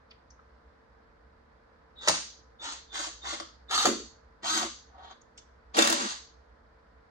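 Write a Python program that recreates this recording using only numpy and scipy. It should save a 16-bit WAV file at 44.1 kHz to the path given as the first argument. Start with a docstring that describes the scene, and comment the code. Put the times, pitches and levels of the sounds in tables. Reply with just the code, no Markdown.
"""A cordless driver runs screws into the metal trim of a small trailer, in seven short bursts.
Its speed control whistles, its gears rattle and whine up to speed, and it knocks the hollow wall.
Screws grind in the metal, and now and then the bit skips out of the screw head.
Between bursts, screws tick and the gears give one soft rasp.
A fan hums over a steady rumble and hiss, and the workshop's hard walls ring after every burst."""
import sys
import numpy as np
from scipy import signal
from scipy.fft import rfft, irfft
from scipy.io import wavfile
from scipy.ndimage import uniform_filter1d

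SR = 44100
rng = np.random.default_rng(int(sys.argv[2]) if len(sys.argv) > 2 else 0)


def transcribe(u):
    """Save the signal u as a 16-bit wav file named by the first command-line argument.

    u: samples, shape (n,) or (channels, n), limited to [-1, 1]; the rate is SR.
    q: integer samples, one column per channel.
    """
    v = np.clip(np.atleast_2d(u).T, -1, 1)
    q = np.round(v * 32767).astype(np.int16)
    wavfile.write(sys.argv[1], SR, q)


N = 313110
TIME = np.arange(N) / SR

# Steady background rumble and hiss: frequency_hz, level_db
BACKGROUND_SPECTRUM = [(12, -57), (20, -26.5), (45, -12), (64, 2), (92, -23.5), (133, -19.5), (324, -19.5),
                       (416, -26), (452, -15), (705, -19.5), (881, -20.5), (1500, -21), (2760, -29.5),
                       (4810, -28.5), (8000, -41), (15500, -60.5)]
# The tones in the fan's hum: pitch_hz, level_db
FAN_TONES = [(54, -74.5), (62.8, -75), (113, -79), (231, -79.5), (446.8, -74), (888, -83), (1007, -78.5)]
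# Screws and bit touching: start_s, level_db, pitch_hz, width_hz
TICKS = [(0.1103, -51.5, 2670, 2240), (0.108, -54.5, 4540, 1230), (0.304, -53.5, 5670, 1510),
         (0.391, -55.5, 1120, 500), (3.2522, -38.5, 1127, 600), (5.111, -62, 6400, 900),
         (5.214, -57, 6520, 1990), (5.3764, -47.5, 6150, 3200), (5.378, -49.5, 3130, 2236),
         (5.385, -53, 5620, 2990)]
# Whistles while the trigger is part way in: start_s, length_s, level_db, pitch_hz
WHISTLES = [(1.949, 0.14, -48.5, 3657), (2.583, 0.064, -51.5, 3570), (2.875, 0.115, -55.5, 3624),
            (3.207, 0.064, -51, 3630), (3.682, 0.025, -48.5, 3560), (5.745, .03, -50, 3570)]
# Trigger pulls (whine and fizz are relative to the rattle):
# start_s, held_s, spin_up_s, curve_shape, top_turns_per_s, level_db, whine_db, fizz_db
PULLS = [(1.98, 0.16, 0.09, 1.22, 276.7, -34.5, -6, -33.5),
         (2.594, 0.12, 0.035, 1.33, 292.1, -39.5, -3.5, -40),
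         (2.906, 0.13, 0.044, 1.34, 285.2, -37, -4.5, -21.5),
         (3.214, 0.11, 0.037, 1.7, 296.6, -39.5, -0.5, -28.5),
         (3.681, .15, .039, 1.7, 318.6, -31.5, 0.5, -16.5),
         (4.419, 0.16, 0.032, 1.14, 325.2, -33, 0.5, -17.5),
         (5.733, 0.37, 0.017, 1.22, 250.4, -37.5, -14, -24)]
# The whine of motor and gears: cycles_per_turn, level_db, jitter_rad, speeding_up_boost_db
WHINE_TONES = [(.75, -25, .2, 0), (1, -18, .2, 0), (3, -15, .7, 3), (4, -7, .5, 7), (4.93, -6, .4, 0),
               (9.7, -14, .4, 0), (12, -4.5, .15, 0), (13.9, -13, .4, 0), (14.5, -10, .35, 0),
               (14.8, -7, .25, 10), (20.25, -6, .35, 0), (24.7, -12, .5, 0)]
# The rattle of the gears: frequency_hz, level_db
GEAR_SPECTRUM = [(100, -29), (170, -16.5), (240, -5), (420, -13.5), (650, -1.5), (1300, 0.5), (2000, -1.5),
                 (2400, -8), (3200, -1), (5500, -4), (7700, -7), (9300, -19.5), (11500, -32.5),
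                 (15500, -35.5)]
# Where the gear housing rings: pitch_hz, width_hz, boost_db
HOUSING_RINGS = [(1170, 130, 5.2), (1602, 150, 1.6), (4000, 1100, 2.8), (4580, 350, 4), (6510, 500, 9.6),
                 (7330, 100, 2.8)]
# The fine fizz of scraped metal: frequency_hz, level_db
FIZZ_SPECTRUM = [(3000, -42), (6500, -14.5), (8700, 0.5), (10200, 1), (12000, -3), (15500, -3.5)]
# The bit drops into the screw head or jumps out:
# start_s, crack_db, thud_db, decay_s, ring_hz, ring_boost_db, fizz_db
KNOCKS = [(2.0747, -17.5, -25, 0.0016, 739, 11, -50), (2.0832, -8.5, -24, 0.0013, 1450, 3.5, -29.5),
          (2.094, -16, -24.5, 0.0012, 740, 13, -48), (2.1053, -28.5, -36.5, 0.00078, 6500, 9, -58),
          (2.112, -28.5, -35, 0.0013, 6390, 13.5, -58.5), (2.172, -43, -42, 0.0022, 1200, 10, -70),
          (2.989, -36.5, -35.5, 0.003, 6500, 21, -66), (3.069, -34, -38, 0.0013, 6500, 6, -69),
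          (3.326, -41, -31.5, 0.013, 6510, 2.5, -71.5), (3.3998, -24.5, -34, 0.00079, 1150, 12.5, -73),
          (3.424, -45, -44, 0.0053, 1230, 18.5, -82), (3.8479, -39, -21, 0.0018, 600, 4, -72),
          (3.8548, -13, -14.5, 0.0016, 4575, 11, -34), (3.868, -21, -23.5, 0.0021, 6480, 7.5, -40),
          (3.8839, -31, -28.5, .003, 6430, 3, -61), (3.922, -45, -35, 0.0031, 600, 5, -70),
          (4.6275, -26, -30.5, 0.002, 694, 5, -58), (5.744, -36.5, -38, 0.0031, 1100, 11, -69),
          (5.757, -26.5, -26, 0.0013, 1100, 12, -60.5), (5.7815, -15, -14, 0.0011, 3600, 4, -46),
          (5.788, -12, -16.5, 0.0016, 3620, 11, -33), (5.795, -20.5, -28.5, 0.0013, 4216, 6.5, -38),
          (5.821, -14, -31, 0.0019, 3574, 13.5, -31.5), (5.847, -23.5, -29, 0.0028, 4600, 6, -37.5),
          (5.872, -18.5, -32, 0.0022, 3600, 7, -29.5), (5.897, -22.5, -23, 0.0037, 6500, -5, -30.5),
          (5.9241, -22, -26.5, 0.0032, 3400, 3, -35), (6.018, -29, -46, 0.00084, 3600, 0, -66)]
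# The crack of steel on steel: frequency_hz, level_db
CRACK_SPECTRUM = [(120, -38), (400, -7.5), (750, 0.5), (1300, 3.5), (2200, -4.5), (3500, -2), (5400, -2),
                  (7200, -3), (9000, -15.5), (10500, -25.5), (12500, -33), (15500, -40.5)]
# The trailer wall's own tones (ring_s is the time to fade by 60 dB): pitch_hz, level_db, ring_s
WALL_TONES = [(91, -35, 0.3), (202, -22, 0.2), (230, -15.5, 0.32), (278.2, -11.5, 0.22), (326, -8, 0.16),
              (363, -24.5, 0.088), (505.4, -6.5, 0.07), (557, -9, 0.2), (566.6, 3, 0.05),
              (652.6, 1.5, 0.06), (714, -2, 0.064), (825, -15.5, 0.092), (1217, -12.5, 0.067)]
# The driver shoves the wall: start_s, pitch_hz, level_db, ring_s
SHOVES = [(2.082, 99, -49, 0.48), (2.084, 170.3, -45, 0.29), (3.854, 145, -45.5, .35),
          (3.853, 221.7, -34.5, 0.33), (3.853, 327.6, -32, .3), (4.569, 135.4, -58, .4),
          (5.778, 318, -19.5, .08), (5.777, 480, -20, .09)]
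# A screw cuts into trim and wall (a negative fade grows louder):
# start_s, length_s, grind_db, grind_fade_db_per_s, groan_db, groan_fade_db_per_s
BITES = [(3.848, 0.18, -39, 158.5, -30, 107.5), (4.531, 0.13, -41.5, 5.5, -45.5, 9),
         (5.764, .295, -25.5, 52.5, -46, -16)]
# Where the metal trim rings: pitch_hz, width_hz, boost_db
TRIM_RINGS = [(569, 110, 16), (1070, 200, 6), (1248, 300, 7), (2060, 400, 10), (2780, 530, 5),
              (3570, 200, 3)]
# The low groan of the wall: frequency_hz, level_db
GROAN_SPECTRUM = [(150, -40), (200, -6), (235, -3.5), (280, -8.5), (330, -5), (400, -12), (520, -17.5),
                  (1000, -45)]
# The rasp of slowly turning gears: frequency_hz, level_db
RASP_SPECTRUM = [(200, -33), (480, -9.5), (780, 4), (1150, -6), (1700, -8), (2600, -20), (3400, -5.5),
                 (4600, -16), (6500, -21.5), (8500, -27), (12000, -60)]
# Stretches of time with their own room echo and left-right delay: start_s, end_s, left_lag_s
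ECHO_STRETCHES = [(0, 2.55, .00016), (2.55, 2.87, .00016), (2.87, 3.2, .00016), (3.2, 3.65, .00016),
                  (3.65, 4.3, .00016), (4.3, 5.6, .00016), (5.6, 7.2, -.0003)]
# Echoes from nearby surfaces: delay_s, level_db
ECHOES = [(.0023, -2.5), (.0052, -5.5), (.0087, -14.5), (.0118, -14.5), (.021, -14.5)]
# How long the room takes to fade by 60 dB: frequency_hz, ring_s
ROOM_RING_TIMES = [(100, 0.62), (250, 0.26), (600, 0.33), (1400, 0.35), (2600, 0.46), (4500, 0.57),
                   (6000, 0.58), (9000, 0.41), (12000, .17)]
# How strongly the room rings: frequency_hz, level_db
ROOM_SPECTRUM = [(100, -9.5), (300, -3), (600, -13), (1200, -4), (2500, -2), (5000, -1), (9000, -1),
                 (13000, -7)]


def amp(db):
    """Turns decibels into a number to multiply by."""
    return 10 ** (np.asarray(db) / 20)


def unit_level(x):
    """Scales a signal to an average (rms) level of 1."""
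    return x / np.sqrt(np.mean(x ** 2) + 1e-20)


def look_up(points, hz):
    """Reads between a table's rows, on a log-frequency scale."""
    f, value = np.transpose(points)
    return np.interp(np.log(hz + 1), np.log(f + 1), value)


def add(mix, start_s, sound):
    """Adds a sound to the mix at its start time."""
    part = mix[round(start_s * SR):][:len(sound)]
    part += sound[:len(part)]


def drift(t, hz):
    """A smooth random wobble of size about 1, no faster than about hz."""
    f = np.fft.rfftfreq(8192, 1 / 1000)
    slow = unit_level(irfft(rfft(rng.standard_normal(8192)) / (1 + (f / hz) ** 4)))
    return np.interp(t, np.arange(8192) / 1000, slow)


def colour(x, spectrum, rings=(), size=4096):
    """Gives a sound a broad tone colour, with peaks where an object rings."""
    hz = abs(np.fft.fftfreq(size, 1 / SR))
    peaks_db = sum(boost / (1 + (2 * (hz - f) / width) ** 2) for f, width, boost in rings)
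    log_gain = np.log(amp(look_up(spectrum, hz) + peaks_db))
    response = np.exp(np.conj(signal.hilbert(log_gain)))  # rings after a hit, never before
    taps = np.fft.ifft(response).real[:size // 2]
    return signal.oaconvolve(x, taps / np.linalg.norm(taps))[:len(x)]


def stereo_noise(size, spacing_m=0.34):
    """Noise spectra at two microphones: alike in the bass, unrelated in the treble."""
    a, b = rfft(rng.standard_normal((2, size)))
    alike = np.sinc(2 * np.linspace(0, SR / 2, len(a)) * spacing_m / 343)
    return np.array([a, alike * a + np.sqrt(1 - alike ** 2) * b])


def background(noise_db=-58.46, hum_boost_db=0.6, waver_db=1.5):
    """Steady background rumble and hiss, with a gently wavering hum."""
    hz = np.fft.rfftfreq(N, 1 / SR)
    noise = unit_level(irfft(stereo_noise(N) * amp(look_up(BACKGROUND_SPECTRUM, hz)), N))
    hum = 0
    for pitch_hz, db in FAN_TONES:
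        level = amp(db + hum_boost_db - waver_db * drift(TIME, 4.1))
        hum += level * np.sin(2 * np.pi * pitch_hz * TIME + 0.68 * drift(TIME, 2.3))
    return amp(noise_db + 0.15 * drift(TIME, 1.7)) * noise + np.sqrt(2) * hum


def screw_ticks(decay_s=0.0041):
    """Small steel parts touch and ring briefly."""
    t, out = TIME[:SR // 20], np.zeros(N)
    for start_s, db, hz, width_hz in TICKS:
        touch = rng.standard_normal(len(t)) * np.exp(-t / decay_s)
        peak = signal.iirpeak(hz, hz / width_hz, fs=SR)
        ring = signal.lfilter(*peak, signal.lfilter(*peak, touch))
        ring = signal.lfilter(*signal.butter(4, 7800, fs=SR), ring)
        add(out, start_s, amp(db) * ring / np.std(ring[:SR // 300]))
    return out


def whistle(length_s, level_db, pitch_hz, sharp_hz=160, settle_s=0.019, wander_hz=54.7, octave_db=-22):
    """The speed control chops the current, so the motor's coils sing a hoarse, slightly falling note."""
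    t = np.arange(0, length_s, 1 / SR)
    hz = pitch_hz + sharp_hz * np.exp(-t / settle_s) + wander_hz * drift(t, 40)
    phase = 2 * np.pi * np.cumsum(hz) / SR
    flutter = 1 + 1.3 * (drift(t, 190) + 1j * drift(t, 190))  # shakes both level and phase
    tone = (flutter * (np.exp(1j * phase) + amp(octave_db) * np.exp(2j * phase))).real
    return amp(level_db) * signal.windows.tukey(len(t), .7) * unit_level(tone)


def gear_rattle(turns, pace, strain, fizz_db, teeth_per_turn=4.93, clash=0.76, spread_db=4.9):
    """Teeth clash in the housing, growling as they speed up and sounding brighter when fast."""
    tooth = teeth_per_turn * turns
    force = amp(spread_db * rng.standard_normal(N))[tooth.astype(int)]  # each tooth hits differently
    force *= 1 + 0.22 * np.cos(2 * np.pi * turns)  # the motor wobbles once a turn
    hits = 3 * clash * force * np.exp(-(tooth % 1) / 0.93)
    grit = unit_level((1 - clash + hits) * rng.standard_normal(N)[:len(turns)])
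    rattle = colour(grit, GEAR_SPECTRUM, HOUSING_RINGS)
    growl = signal.lfilter(*signal.butter(1, 2100, fs=SR), rattle)
    fizz = amp(fizz_db) * colour(grit, FIZZ_SPECTRUM)
    return growl * (1 + strain) + (rattle - growl) * pace ** 0.14 + fizz


def gear_whine(t, turns, pace, strain):
    """The motor and meshing teeth sing tones that rise with speed."""
    whine = 0
    for per_turn, db, jitter_rad, boost_db in WHINE_TONES:
        level = amp(db + boost_db * np.tanh(2 * strain) + 2 * drift(t, 70))
        # the lowest and highest tones only come through near full speed
        level *= pace ** (3 if per_turn < 2 else per_turn / 6)
        phase = 2 * np.pi * (per_turn * turns + rng.random())
        whine += level * np.sin(phase + jitter_rad * drift(t, 200))
    return whine


def motor(held_s, spin_up_s, curve_shape, top_speed, level_db, whine_db, fizz_db, coast_s=.11, sag=.07):
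    """One pull: the motor runs the gears up, sags as the screw tightens, then friction stops it."""
    t = np.arange(0, held_s + coast_s, 1 / SR)
    speed = top_speed * (1 - np.exp(-(t / spin_up_s) ** curve_shape))
    speed *= 1 - sag * np.minimum(t / held_s, 1) ** 8
    speed *= np.clip(1 - (t - held_s) / coast_s, 0, 1)
    turns_per_s = speed * (1 + .005 * drift(t, 60))
    turns = np.cumsum(turns_per_s) / SR
    pace = abs(turns_per_s) / 310  # about 1 at full speed
    strain = np.maximum(np.gradient(speed, t), 0) / 3700  # acceleration; 1 doubles the growl
    rattle = gear_rattle(turns, pace, strain, fizz_db)
    whine = amp(whine_db) * gear_whine(t, turns, pace, strain)
    return amp(level_db) * (speed / top_speed) ** 1.53 * (rattle + whine)


def bit_knocks(scrape=0.15, ring_width_hz=270, pitch_spread=.012):
    """The steel bit chatters, and its push rings the wall, never at quite the same pitch."""
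    t, out = TIME[:SR // 3], np.zeros(N)
    for start_s, crack_db, thud_db, decay_s, ring_hz, boost_db, fizz_db in KNOCKS:
        age = 2 * t / decay_s
        chatter = rng.standard_normal(len(t)) * age * np.exp(1 - age)
        crack = amp(crack_db) * colour(chatter, CRACK_SPECTRUM, [(ring_hz, ring_width_hz, boost_db)])
        fizz = amp(fizz_db) * colour(chatter, FIZZ_SPECTRUM)
        push = signal.unit_impulse(len(t)) + scrape * chatter / np.linalg.norm(chatter)
        wall = 0
        for k, (hz, db, ring_s) in enumerate(WALL_TONES):
            tone = np.cos(2 * np.pi * hz * rng.normal(1, pitch_spread) * t)
            wall += (-1) ** k * amp(db - 60 * t / ring_s) * tone
        thud = .5 * amp(thud_db) * signal.fftconvolve(push, wall)[:len(t)]
        add(out, start_s, crack + fizz + thud)
    return out


def wall_booms(rise_s=.004):
    """The driver's weight lands on the wall, and the panel under it booms at its own pitch."""
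    t, out = TIME[:SR // 2], np.zeros(N)
    for start_s, hz, db, ring_s in SHOVES:
        level = amp(db - 60 * t / ring_s) * (1 - np.exp(-t / rise_s))
        add(out, start_s, level * np.sin(2 * np.pi * hz * t))
    return out


def screw_bite(length_s, grind_db, grind_fade, groan_db, groan_fade, rise_s=0.0056, release_s=0.022,
               slips_per_s=2500, spread_db=2.5, fizz_db=-15, fizz_fade=60):
    """The screw sticks and slips in the trim, shaking the wall; the grind eases as the hole widens."""
    t = np.arange(0, length_s + release_s, 1 / SR)
    force = rng.standard_normal(N) * amp(spread_db * rng.standard_normal(N))
    slips = (force * (rng.random(N) < slips_per_s / SR))[:len(t)]
    grind = unit_level(colour(slips, CRACK_SPECTRUM, TRIM_RINGS))
    grind += amp(fizz_db - fizz_fade * t) * unit_level(colour(slips, FIZZ_SPECTRUM))
    groan = unit_level(colour(slips, GROAN_SPECTRUM))
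    grip = np.minimum(t / rise_s, 1) * np.clip(1 - (t - length_s) / release_s, 0, 1)
    return grip * (amp(grind_db - grind_fade * t) * grind + amp(groan_db - groan_fade * t) * groan)


def gear_rasp(swell_s=.14, hold_s=.125, fade_s=0.0313, level_db=-50.5, teeth_per_s=170, spread_db=3):
    """Single teeth rub and stir the housing: a dull rasp that swells, brightens and stops."""
    t = np.arange(0, swell_s + hold_s, 1 / SR)
    tooth = teeth_per_s * t
    force = amp(spread_db * rng.standard_normal(SR))[tooth.astype(int)] * np.exp(-(tooth % 1))
    rasp = unit_level(colour(force * rng.standard_normal(N)[:len(t)], RASP_SPECTRUM, HOUSING_RINGS))
    dull = signal.sosfiltfilt(signal.butter(2, 1700, fs=SR, output="sos"), rasp)
    level = amp(level_db) * np.minimum(t / swell_s, 1) * np.minimum((swell_s + hold_s - t) / fade_s, 1)
    return level * (dull + (rasp - dull) * t / t[-1])


def workshop_echo(left_lag_s, direct_db=-3.0, build_s=0.00037):
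    """How a click reaches two microphones: directly, off nearby surfaces, then from the whole room."""
    f, t = np.fft.rfftfreq(SR, 1 / SR), TIME[:SR]
    lags_s = np.array([[max(left_lag_s, 0)], [max(-left_lag_s, 0)]])
    near = amp(direct_db) * np.exp(-2j * np.pi * f * lags_s)
    for k, (delay_s, db) in enumerate(ECHOES):
        # echoes come from alternate sides, and rough surfaces smear them
        skew_s = (-1) ** k * rng.uniform(0, .0003) * np.array([[1], [-1]])
        smear = np.interp(f, np.linspace(0, SR / 2, 24), np.cumsum(rng.normal(0, 1.5, 24)))
        near += amp(db) * np.exp(1j * smear - 2j * np.pi * f * (delay_s + skew_s))
    hz, age_s, bands = signal.stft(irfft(stereo_noise(SR)), SR, nperseg=256)
    ring_s = look_up(ROOM_RING_TIMES, hz)[:, None]
    bands *= amp(look_up(ROOM_SPECTRUM, hz)[:, None] - 60 * age_s / ring_s)
    bands *= np.sqrt(2 * np.log(1000) / ring_s / SR)  # a longer ring gets no extra energy
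    tail = signal.istft(bands, SR, nperseg=256)[1][:, :SR] * (1 - np.exp(-t / build_s))
    return (irfft(near) + tail)[:, :SR * 3 // 4]


def noise_suppressor(x, faint_db=-100, softness_db=4, cut_db=15.5, above_hz=2020):
    """Turns the treble down wherever it is faint, which shortens the room's ring."""
    frames = dict(nperseg=512, noverlap=384, scaling="psd")
    hz, _, bands = signal.stft(x, SR, **frames)
    power = 2 * (abs(bands) ** 2).mean(0)
    power = uniform_filter1d(uniform_filter1d(power, size=17, axis=0), size=5, axis=1)
    power_db = 10 * np.log10(abs(power) + 1e-20)
    faint = .5 + .5 * np.tanh((faint_db - power_db) / (2 * softness_db))
    treble = 1 - 1 / (1 + (hz[:, None] / above_hz) ** 16)
    return signal.istft(bands * amp(-cut_db * faint * treble), SR, **frames)[1][:, :N]


def scene():
    """The driver and the screws echo in the workshop, over the steady background."""
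    tool = bit_knocks() + wall_booms() + screw_ticks()
    add(tool, start_s=4.88, sound=gear_rasp())
    for source, events in (whistle, WHISTLES), (motor, PULLS), (screw_bite, BITES):
        for start_s, *settings in events:
            add(tool, start_s, source(*settings))
    mix = background() * amp([[-.7], [.7]])  # a little louder on the right
    for start_s, end_s, left_lag_s in ECHO_STRETCHES:
        part = tool[round(start_s * SR):round(end_s * SR)]
        for side, echo in zip(mix, workshop_echo(left_lag_s)):
            add(side, start_s, signal.fftconvolve(part, echo))
    return mix


def record(dry):
    """Turns down faint treble, then cuts everything above 16 kHz."""
    low_pass = signal.firwin(511, 16000, window=("kaiser", 9), fs=SR)
    return signal.oaconvolve(noise_suppressor(dry), low_pass[None], "same")


dry = scene()
out = record(dry)
transcribe(out)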